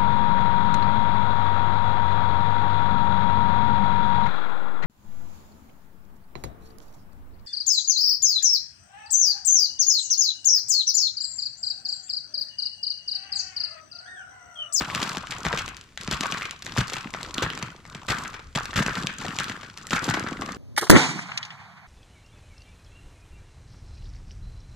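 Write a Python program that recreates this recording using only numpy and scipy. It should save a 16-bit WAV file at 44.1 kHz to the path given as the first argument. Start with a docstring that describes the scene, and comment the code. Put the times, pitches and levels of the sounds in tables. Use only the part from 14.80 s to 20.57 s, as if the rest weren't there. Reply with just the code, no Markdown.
"""Boots crunch over a yard glazed by freezing rain: heel crush, sole roll, cracks, chunks and scrapes.
The crunch is filtered noise and grain streams that follow a load curve; cracks are noise bursts.
The loose sheet thumps in falling chirps and sings in wave packets around 1.1-1.3 kHz.
House wall and fence return a faint echo; behind it lie outdoor hush and a low, swelling air rumble."""
import sys
import numpy as np
from scipy import signal
from scipy.fft import rfft, irfft
from scipy.io import wavfile
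from scipy.ndimage import uniform_filter1d

SR = 44100
rng = np.random.default_rng(int(sys.argv[2]) if len(sys.argv) > 2 else 0)


def persist_wave(psi):
    """Save psi, clipped to +-1, as 16-bit WAV."""
    counts = np.round(np.clip(psi, -1, 1) * 32767).astype(np.int16)
    wavfile.write(sys.argv[1], SR, np.atleast_2d(counts).T)


N = 254456
TIME = np.arange(N) / SR
BEAT = TIME[::32]  # coarse time grid of the load curves

# ways of breaking: (fall-off away from the centre pitch/dB per octave, tear length/s)
DRY, CLEAR, RINGING = (8, 0.0012), (9.9, 0.0018), (31, 0.00046)
TORN, CRUSHED, SCRAPED = (7.5, 0.0043), (6.4, .013), (20, .012)
# centre pitch by size of the breaking piece, f/Hz
PLATE, SLAB, SHARD, CHIP, FLAKE = 1184, 1795, 2350, 3160, 4720
# cracks, crushed chunks, scrapes: (t/s, relative level/dB, centre f/Hz, way of breaking)
CRACKS = [(0.02, -31, SLAB, CRUSHED), (0.149, -24.5, CHIP, TORN), (0.2167, -28.5, CHIP, TORN),
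          (0.227, -26, FLAKE, CRUSHED), (0.2922, -30.5, FLAKE, TORN), (0.3708, -28.5, CHIP, DRY),
          (0.433, -34.5, PLATE, SCRAPED), (0.471, -37, CHIP, DRY), (0.509, -31, FLAKE, TORN),
          (0.52, -29.5, SHARD, TORN), (0.6504, -25.5, SLAB, TORN), (0.666, -25, SLAB, CLEAR),
          (0.708, -28, 1150, SCRAPED), (0.7284, -24.5, SLAB, CLEAR), (0.737, -25.5, 765, CLEAR),
          (0.775, -28, CHIP, TORN), (0.785, -26, CHIP, CRUSHED), (0.8796, -33, SHARD, DRY),
          (0.968, -40, FLAKE, DRY), (1.012, -43.5, FLAKE, DRY), (1.1753, -32, 3700, CLEAR),
          (1.2109, -36, FLAKE, TORN), (1.2343, -39.5, FLAKE, DRY), (1.2767, -30.5, SLAB, DRY),
          (1.3114, -25.5, FLAKE, TORN), (1.323, -27.5, CHIP, CRUSHED), (1.4083, -25, FLAKE, CLEAR),
          (1.433, -25.5, SHARD, TORN), (1.444, -29, PLATE, SCRAPED), (1.457, -25, SLAB, TORN),
          (1.5225, -25.5, SHARD, TORN), (1.5468, -30.5, SLAB, RINGING), (1.572, -36, CHIP, TORN),
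          (1.621, -28.5, SHARD, RINGING), (1.654, -30.5, SHARD, TORN), (1.71, -32.5, FLAKE, DRY),
          (1.823, -36, FLAKE, TORN), (1.865, -32.5, SHARD, CLEAR), (1.9641, -29.5, PLATE, CLEAR),
          (1.976, -25.5, SLAB, CLEAR), (1.983, -27, FLAKE, TORN), (2.01, -28, CHIP, TORN),
          (2.081, -35.5, FLAKE, TORN), (2.099, -33.5, CHIP, CLEAR), (2.138, -30.5, CHIP, TORN),
          (2.1669, -30, SHARD, TORN), (2.184, -36, CHIP, TORN), (2.339, -31.5, SHARD, DRY),
          (2.3479, -31, PLATE, DRY), (2.4306, -32.5, FLAKE, DRY), (2.542, -30.5, 5595, TORN),
          (2.582, -25, 3600, RINGING), (2.624, -24.5, CHIP, CRUSHED), (2.664, -28.5, 1665, RINGING),
          (2.7022, -29.5, CHIP, RINGING), (2.7343, -36.5, SHARD, DRY), (2.776, -33.5, SHARD, DRY),
          (2.826, -29, SHARD, TORN), (3.053, -43.5, SLAB, DRY), (3.1478, -36.5, SHARD, TORN),
          (3.286, -27.5, SHARD, TORN), (3.318, -25, PLATE, SCRAPED), (3.451, -32, SLAB, SCRAPED),
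          (3.54, -35, SLAB, CRUSHED), (3.594, -42.5, PLATE, TORN), (3.751, -24.5, CHIP, CRUSHED),
          (3.774, -24, PLATE, SCRAPED), (3.7869, -34, CHIP, CLEAR), (3.808, -31.5, PLATE, RINGING),
          (3.856, -32.5, FLAKE, DRY), (3.932, -32, SLAB, RINGING), (3.959, -26, CHIP, CRUSHED),
          (3.994, -25.5, SLAB, CRUSHED), (4.023, -26, SLAB, TORN), (4.063, -26, CHIP, TORN),
          (4.083, -23, 1414, RINGING), (4.103, -36, 1500, SCRAPED), (4.1538, -30.5, CHIP, CLEAR),
          (4.17, -27.5, 1487, SCRAPED), (4.2706, -24.5, 3670, CLEAR), (4.291, -32, SLAB, SCRAPED),
          (4.413, -33, SLAB, CRUSHED), (4.448, -29.5, 750, CRUSHED), (4.4827, -32.5, SHARD, TORN),
          (4.5876, -24.5, CHIP, CLEAR), (4.606, -26, 1483, RINGING), (4.643, -32.5, FLAKE, RINGING),
          (4.6968, -30.5, CHIP, TORN), (4.829, -37.5, SLAB, CRUSHED), (4.975, -37, FLAKE, DRY),
          (5.069, -37, 7150, CLEAR), (5.108, -27.5, CHIP, TORN), (5.131, -20.5, 1404, RINGING),
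          (5.163, -24.5, SHARD, CRUSHED), (5.177, -28.5, SLAB, SCRAPED), (5.2895, -24, SLAB, TORN),
          (5.3084, -25.5, SLAB, TORN), (5.339, -22, SHARD, CRUSHED), (5.3739, -29, PLATE, CLEAR),
          (5.388, -33, 1487, SCRAPED), (5.3962, -34, FLAKE, DRY), (5.465, -29, 1500, SCRAPED),
          (5.486, -33, SLAB, TORN), (5.6194, -27, PLATE, TORN), (5.689, -31, PLATE, TORN)]
# base pitch of the singing sheet, higher where the ice is thinner: (t/s, f/Hz)
SHEET = [(1.5, 1108), (3.8, 1186), (4.6, 1276)]
# footfalls: (t/s, heel hold/s, heel level/dB, roll hold/s, roll level/dB, singing re crunch/dB,
# shudder re crunch/dB, thump level/dB, thump nominal f/Hz, ground thud level/dB), levels relative
STEPS = [(0.0, 0.02, -30.5, 0.32, -36, 2.3, -3, -24, 218, -35),
         (0.643, 0.033, -32, .18, -39, 2.8, -3.5, -20.5, 165, -29.5),
         (1.31, 0.034, -32.5, 0.31, -39, 2, -5, -24, 153, -29.5),
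         (1.967, 0.039, -30.5, 0.29, -44.5, 1.1, -8, -12.5, 137, -24.5),
         (2.619, 0.023, -32.5, 0.24, -46, 4.7, 5, -24, 132, -31),
         (3.28, 0.043, -28, 0.14, -37, 1.12, -2.5, -21.5, 159.4, -33),
         (3.751, 0.016, -32.5, 0.25, -44.5, 2.2, -3, -19, 151, -37.5),
         (3.957, 0.038, -26.5, 0.27, -38.5, 0.92, 3, -17.5, 151, -29),
         (4.586, 0.024, -34, 0.13, -40, 2.2, -0.5, -37, 198, -58),
         (5.106, 0.055, -29.5, 0.2, -41, 2.96, -5, -17.5, 208, -38),
         (5.277, 0.033, -35, 0.6, -44.5, 2.3, 7, -18.5, 130.4, -44)]
GIVE_SHARE = .48  # share of the heel hold after which the sheet gives


def amp(db):
    """Decibels to gain."""
    return 10 ** (np.asarray(db) / 20)


def evened(x):
    """Scales to an rms of one."""
    return x / np.sqrt(np.mean(x ** 2) + 1e-20)


def read(points, hz):
    """Reads a spectrum on a log-frequency axis."""
    f, value = np.transpose(points)
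    return np.interp(np.log(hz + 1), np.log(f + 1), value)


def curve(rows, index):
    """One column of a time table, at every sample."""
    columns = np.transpose(rows)
    return np.interp(TIME, columns[0], columns[index])


def add(mix, s, sound):
    """Mixes a sound in at time s."""
    part = mix[:, max(round(s * SR), 0):][:, :sound.shape[-1]]
    part += sound[..., :part.shape[1]]


def colour(x, points, size=2048):
    """Minimum-phase filter with the given spectrum, so that attacks stay sharp."""
    gain_db = read(points, abs(np.fft.fftfreq(size, 1 / SR)))
    taps = np.fft.ifft(np.exp(signal.hilbert(np.log(amp(gain_db))).conj())).real
    return signal.oaconvolve(x, taps[None, :size // 2], axes=1)[:, :x.shape[1]]


def pair(three, apart, left_db):
    """Two ports share the first of three signals; each adds some of another of its own."""
    return (three[0] + apart * three[1:]) * amp([[left_db / 2], [-left_db / 2]])


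def clicks(per_s, spread_db, channels=3):
    """Random trains of tiny fractures of unequal size and random sign."""
    out = np.zeros((channels, N))
    at = rng.random((channels, N)) < per_s / SR
    size, sign = rng.random((at.sum(), 2)).T
    out[at] = amp(spread_db * np.minimum(-np.log(size), 3)) * np.sign(sign - .5)
    return out


def steadied(x, seconds):
    """Evens the running power of a grain stream over the given time; single grains stay."""
    power = uniform_filter1d(x.mean(0) ** 2, max(int(seconds * SR), 2))
    return x / np.sqrt(abs(power) + .02 * power.mean())


def piece(hz, focus_db=7, width=1.0, count=64):
    """Colour of a breaking piece of ice: emphasis near a pitch set by its size."""
    # general crack spectrum: (f/Hz, relative level/dB)
    crack_colour = [(150, 16.5), (3800, 1.5), (7700, 1), (8800, -10), (12500, -11), (16000, -45)]
    grid = np.geomspace(60, 16000, count)
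    return np.c_[grid, read(crack_colour, grid) - focus_db * np.hypot(width, np.log2(grid / hz))]


def flex(hz, swell=0.73, glide=1.05, count=2048):
    """Bending waves run faster at high pitch, so a blow arrives as a falling chirp of a few cycles."""
    age = np.arange(count) / SR * hz / swell
    turns = np.cumsum(hz * (0.8 + glide * np.exp(-1.2 * age))) / SR
    envelope = (age * np.exp(1 - age)) ** 2
    return envelope * np.sin(2 * np.pi * (turns + rng.random()))


def air(count=24):
    """Quiet outdoor hush, and a rumble of moving air that swells and sinks at the microphone."""
    # hush spectrum: (f/Hz, relative level/dB)
    hush_colour = [(25, -2), (65, 3), (400, -10.5), (800, -19), (1200, -16.5), (7000, -22), (16000, -45)]
    # rumble: (t/s, relative level/dB)
    rumble_level = [(0.0, -62), (0.85, -44.5), (1.05, -65), (1.25, -51), (1.7, -58.5), (2.65, -51.5),
                    (3.05, -60), (3.6, -47), (4.4, -51.5), (4.8, -64), (5.77, -48)]
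    hush = evened(colour(pair(rng.standard_normal((3, N)), apart=.3, left_db=1), hush_colour, size=8192))
    swell_hz = np.geomspace(1, 8, count)
    swell = evened(sum(np.sin(2 * np.pi * (hz * TIME + rng.random())) for hz in swell_hz))
    draught = pair(rng.standard_normal((3, N)), apart=.2, left_db=1) * amp(2.5 * swell)
    band = signal.butter(2, [24, 90], "bandpass", fs=SR, output="sos")
    rumble = evened(signal.sosfilt(band, draught))
    return amp(-56.0) * hush + amp(curve(rumble_level, index=1) + 1.0) * rumble


def yard(x, t60=0.44, count=16384, order=3):
    """Sparse decaying echoes from wall, fence and far ice; three patterns take turns every second."""
    t, out = np.arange(count) / SR, np.zeros((2, N))
    echo_colour = [(700, -4.0), (1250, 15.0), (2500, 10.5), (8000, -3.5)]  # (f/Hz, relative level/dB)
    for k in range(order):
        taps = clicks(per_s=960, spread_db=1.5, channels=2)[:, :count]
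        taps = taps * amp(-60 * t / t60) * (t > .004)
        tail = colour(taps, echo_colour) / np.linalg.norm(taps[0])
        share = np.maximum(np.sin(2 * np.pi * (TIME + k / order)), 0)
        out += signal.oaconvolve(x * share, tail, axes=1)[:, :N]
    return out


def press(s, hold_s, db, rise_s, fall_db_per_s):
    """Power of one push on the crust: it rises, holds until hold_s after its start and dies away."""
    age = BEAT - s
    fall_db = fall_db_per_s * np.maximum(age - hold_s, 0)
    return (np.clip(age / rise_s, 0, 1) * amp(db - fall_db)) ** 2


def tread(rest_db=-72):
    """Load of heels, rolling soles and scuffs: rows of (t/s, crunch/dB, singing/dB, shudder/dB)."""
    # scuffs and weight shifts: (t/s, hold/s, relative crunch level/dB, singing re crunch/dB)
    scuffs = [(0.136, 0.078, -36.5, 3), (0.495, 0.12, -43, 4.5), (1.202, 0.13, -47.5, 4),
              (1.839, 0.13, -43.5, -3), (2.119, 0.017, -34.5, 0.5), (2.333, 0.16, -43.5, 1.5),
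              (2.551, 0.04, -41.5, 10.5), (3.06, 0.19, -53.5, 7), (3.475, 0.088, -56, 8),
              (4.38, 0.207, -40, 2.5), (4.801, 0.095, -51, 3.5), (4.96, 0.15, -52, 6),
              (5.217, 0.041, -33, -2), (5.343, 0.02, -38, 5)]
    heel_sings_db = -1.5  # the heel pins the sheet and damps it
    crack_sings_db, sing_rise_s, sing_fall_db_per_s, sheet_ring_s = -9, 0.0049, 330, 0.014
    crush, sing, shake = np.full((3, len(BEAT)), amp(rest_db) ** 2)
    for s, heel_s, heel_db, roll_s, roll_db, sing_db, shudder_db, *_ in STEPS:
        heel = press(s, heel_s, heel_db, rise_s=.004, fall_db_per_s=485)
        roll = press(s, roll_s, roll_db, rise_s=0.1, fall_db_per_s=121)
        crush = crush + heel + roll
        sing = sing + amp(sing_db) ** 2 * (amp(heel_sings_db) ** 2 * heel + roll)
        shake = shake + amp(shudder_db) ** 2 * (heel + roll)
    for s, hold_s, db, sing_db in scuffs:
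        scuff = press(s, hold_s, db, rise_s=0.0032, fall_db_per_s=215)
        crush, sing, shake = crush + scuff, sing + amp(sing_db) ** 2 * scuff, shake + scuff
    for s, db, hz, _ in CRACKS:
        push = press(s, sing_rise_s, db + crack_sings_db, sing_rise_s, sing_fall_db_per_s)
        sing = sing + push * (SHEET[0][1] / hz) ** 2  # low cracks excite the sheet more
    keep = np.exp(-BEAT[1] / sheet_ring_s)
    sing = signal.lfilter([1 - keep], [1, -keep], sing)  # the sheet rings on
    return np.c_[BEAT, 10 * np.log10(np.c_[crush, sing, shake])]


def uneven_yield(weight, uneven_s=.018, uneven_db=0.48):
    """The crust yields by small fits and starts: all levels wander together."""
    t = weight[:, 0]
    fits = evened(uniform_filter1d(rng.standard_normal(len(t)), max(int(uneven_s / t[1]), 2)))
    return np.c_[t, weight[:, 1:] + (uneven_db * fits)[:, None]]


def singing(weight, width=.15, cycles=7, count=16):
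    """Bending waves matching the speed of sound radiate as wave packets; pitch sinks after each blow."""
    glide, glide_s = .22, .03  # share by which the pitch starts higher, and its decay time
    out = np.zeros((3, N))
    fresh = np.max([(BEAT >= s) * np.exp(-abs(BEAT - s) / glide_s) for s, *_ in CRACKS + STEPS], 0)
    pitch_hz = curve(SHEET, index=1) * (1 + glide * np.interp(TIME, BEAT, fresh))
    turns = np.cumsum(pitch_hz) / SR
    for step in np.linspace(-1, 1, count):
        ratio = np.exp(width * (step + step ** 3))  # patches of thicker and thinner ice
        packet = signal.windows.hann(int(cycles * rng.uniform(.5, 1.3) * SR / SHEET[0][1]) + 2)
        kicks = clicks(per_s=14, spread_db=3) * np.exp(2j * np.pi * rng.random(N))
        packets = signal.oaconvolve(kicks, packet[None], axes=1)[:, :N]
        out += (packets * np.exp(2j * np.pi * ratio * turns)).real
    level = amp(curve(weight, index=2) - 3.0)
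    return level * steadied(pair(out, apart=0.5, left_db=0.8), 0.104)


def shudder(weight, count=9):
    """Small slips under the load set off weak bending waves at nine nominal pitches."""
    waves = 0
    for hz in np.geomspace(125, 640, count):
        slips = clicks(per_s=26, spread_db=3, channels=1)
        waves = waves + signal.oaconvolve(slips, flex(hz)[None], axes=1)[:, :N] / np.sqrt(hz)
    return amp(curve(weight, index=3)) ** 0.78 * amp(-11.0) * steadied(waves, 0.056)


def splinters(weight, count=4):
    """Flakes of glaze tick at random in four bright colours by size; their level follows the load."""
    ticks = 0
    for hz in np.geomspace(2800, 9000, count):
        snaps = pair(clicks(per_s=4.8, spread_db=-2.5), apart=1.0, left_db=1.0)
        ticks = ticks + evened(colour(snaps, piece(hz)))
    return amp(-23.5 + 0.87 * curve(weight, index=1)) * evened(ticks)


def crunch(weight, tear_s=0.0025, full_db=-36, count=9, size=256):
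    """Small tears carry a light load; the dense crush gains on them as the load rises."""
    # dense crush spectrum: (f/Hz, relative level/dB)
    crush_colour = [(100, -9.5), (750, 2), (3500, 1), (6400, -8.5), (7700, -4), (8700, -15.5), (12800, -18),
                    (16000, -36)]
    load = amp(curve(weight, index=1) - full_db)
    fade = np.exp(-2 * np.arange(size) / SR / tear_s)  # power decay of one tear
    tears = np.zeros((2, N))
    for hz in np.geomspace(1700, 7000, count):
        power = signal.oaconvolve(clicks(per_s=13, spread_db=5.5, channels=1)[0] ** 2, fade)[:N]
        noise = rng.standard_normal((3, N)) * np.sqrt(abs(power))
        tears += evened(colour(pair(noise, apart=0.35, left_db=9.5), piece(hz, focus_db=15.5)))
    crush = evened(colour(pair(rng.standard_normal((3, N)), apart=.8, left_db=2), crush_colour))
    return amp(full_db - 2) * (load ** .82 * steadied(tears, .05) + .65 * load ** 1.15 * crush)


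def heel_thumps():
    """The thump as the sheet gives under each heel: (t/s, relative level/dB, nominal f/Hz)."""
    return [(s + GIVE_SHARE * heel_s, db, hz) for s, heel_s, *_, db, hz, _ in STEPS]


def thumps(knock_db=-9, grind_db=-20, rebound_db=-13, count=4096):
    """The sheet drops with a knock, grinds on the ground and rebounds; heels also thud the ground."""
    # further thumps of the sheet, before, during and after the heel thumps:
    # (t/s, relative level/dB, nominal f/Hz)
    sheet_thumps = [(0.155, -28.5, 212), (0.227, -23.5, 243), (0.372, -25, 209), (0.737, -23, 165),
                    (1.281, -22, 167.8), (1.312, -25, 314), (1.407, -22.5, 227), (1.527, -28.5, 194),
                    (1.978, -18.5, 163), (2.013, -23, 161), (2.256, -26, 214.5), (2.581, -21, 262),
                    (2.622, -17, 437), (2.643, -27, 188), (2.665, -26.5, 158), (2.829, -26, 131),
                    (3.153, -31, 158), (4.003, -15.5, 168.8), (4.062, -20.5, 193), (4.182, -23.5, 180.3),
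                    (4.243, -22.5, 164.5), (4.486, -26, 167.7), (4.698, -27, 213.3), (5.279, -18.5, 276),
                    (5.342, -23.5, 268.6), (5.373, -23, 300), (5.407, -26, 290), (5.442, -23.5, 241),
                    (5.519, -22, 242), (5.594, -28.5, 263), (5.62, -24, 348)]
    out, t = np.zeros((2, N)), np.arange(count) / SR
    for s, db, hz in sheet_thumps + heel_thumps():
        band = signal.butter(2, [1.8 * hz, 4.5 * hz], "bandpass", fs=SR, output="sos")
        rub = evened(signal.sosfilt(band, rng.standard_normal(count))) * np.exp(-t / 0.016)
        add(out, s, amp(db) * (flex(hz) + amp(knock_db) * hz / 220 * flex(2.68 * hz)))
        add(out, s, amp(db + grind_db) * hz / 220 * rub)
        rebound = flex(.9 * hz, swell=1.6, count=count)
        add(out, s + rng.uniform(.008, .014), amp(db + rebound_db) * rebound)
    for s, heel_s, *_, thud_db in STEPS:
        add(out, s + GIVE_SHARE * heel_s, amp(thud_db) * flex(58.7, count=count))
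    return out


def heel_cracks():
    """The crack under each heel: (t/s, relative level/dB, centre f/Hz, way of breaking)."""
    return [(s + GIVE_SHARE * heel_s, heel_db - 1, SHARD, TORN) for s, heel_s, heel_db, *_ in STEPS]


def cracks(snap=5.5, crumble_s=0.019, crumble_db=-21, grain_db=4.5, ring_db=-18, ring_cycles=1.43,
           count=2048, size=32):
    """A break snaps, tears in ragged jerks and crumbles; the tearing rings the freed piece."""
    out, t = np.zeros((2, N)), np.arange(count) / SR
    for s, db, hz, (focus_db, tear_s) in CRACKS + heel_cracks():
        jerks = amp(grain_db * evened(uniform_filter1d(rng.standard_normal(count), size)))
        decay = np.exp(-np.square(t / tear_s)) + amp(crumble_db) * np.exp(-t / crumble_s)
        tear = rng.standard_normal((3, count)) * jerks * decay
        tear[0, 0] -= snap
        burst = colour(pair(tear, apart=0.6, left_db=5.5), piece(hz, focus_db))
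        mode = np.sin(2 * np.pi * hz * t) * np.exp(-t * hz / ring_cycles)
        ring = signal.fftconvolve(tear[0], mode)[:count]
        burst = burst / np.linalg.norm(burst.mean(0))
        burst = burst + amp(ring_db + focus_db) * ring / np.linalg.norm(ring)
        add(out, s, amp(db) * burst / np.linalg.norm(burst.mean(0)))
    return out * amp(25.5)


def scene():
    """Cracks and thumps with their echo, over the crunch, the answering sheet and the open air."""
    blows = cracks() + thumps()
    weight = uneven_yield(tread())
    sheet = shudder(weight) + singing(weight)
    return blows + amp(-12.5) * yard(blows) + crunch(weight) + splinters(weight) + sheet + air()


def record(dry):
    """The body between the microphone ports shifts phase and level; then a 16.1 kHz band limit."""
    # port differences: (f/Hz, phase lead of left/rad, left minus right/dB)
    ports = np.array([(253, -0.022, 0.87), (3430, 0.0079, -1.5), (5600, -1.26, -5), (12100, -1.14, -3)])
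    hz = np.fft.rfftfreq(N, 1 / SR)
    half = np.exp(.5j * read(ports[:, :2], hz)) * amp(read(ports[:, ::2], hz) / 2)
    heard = irfft(rfft(dry) * np.array([half, 1 / half]), N)
    low_pass = signal.firwin(255, 16100, window=("kaiser", 9), fs=SR)
    return signal.oaconvolve(heard, low_pass[None], "same")


dry = scene()
out = record(dry)
persist_wave(out)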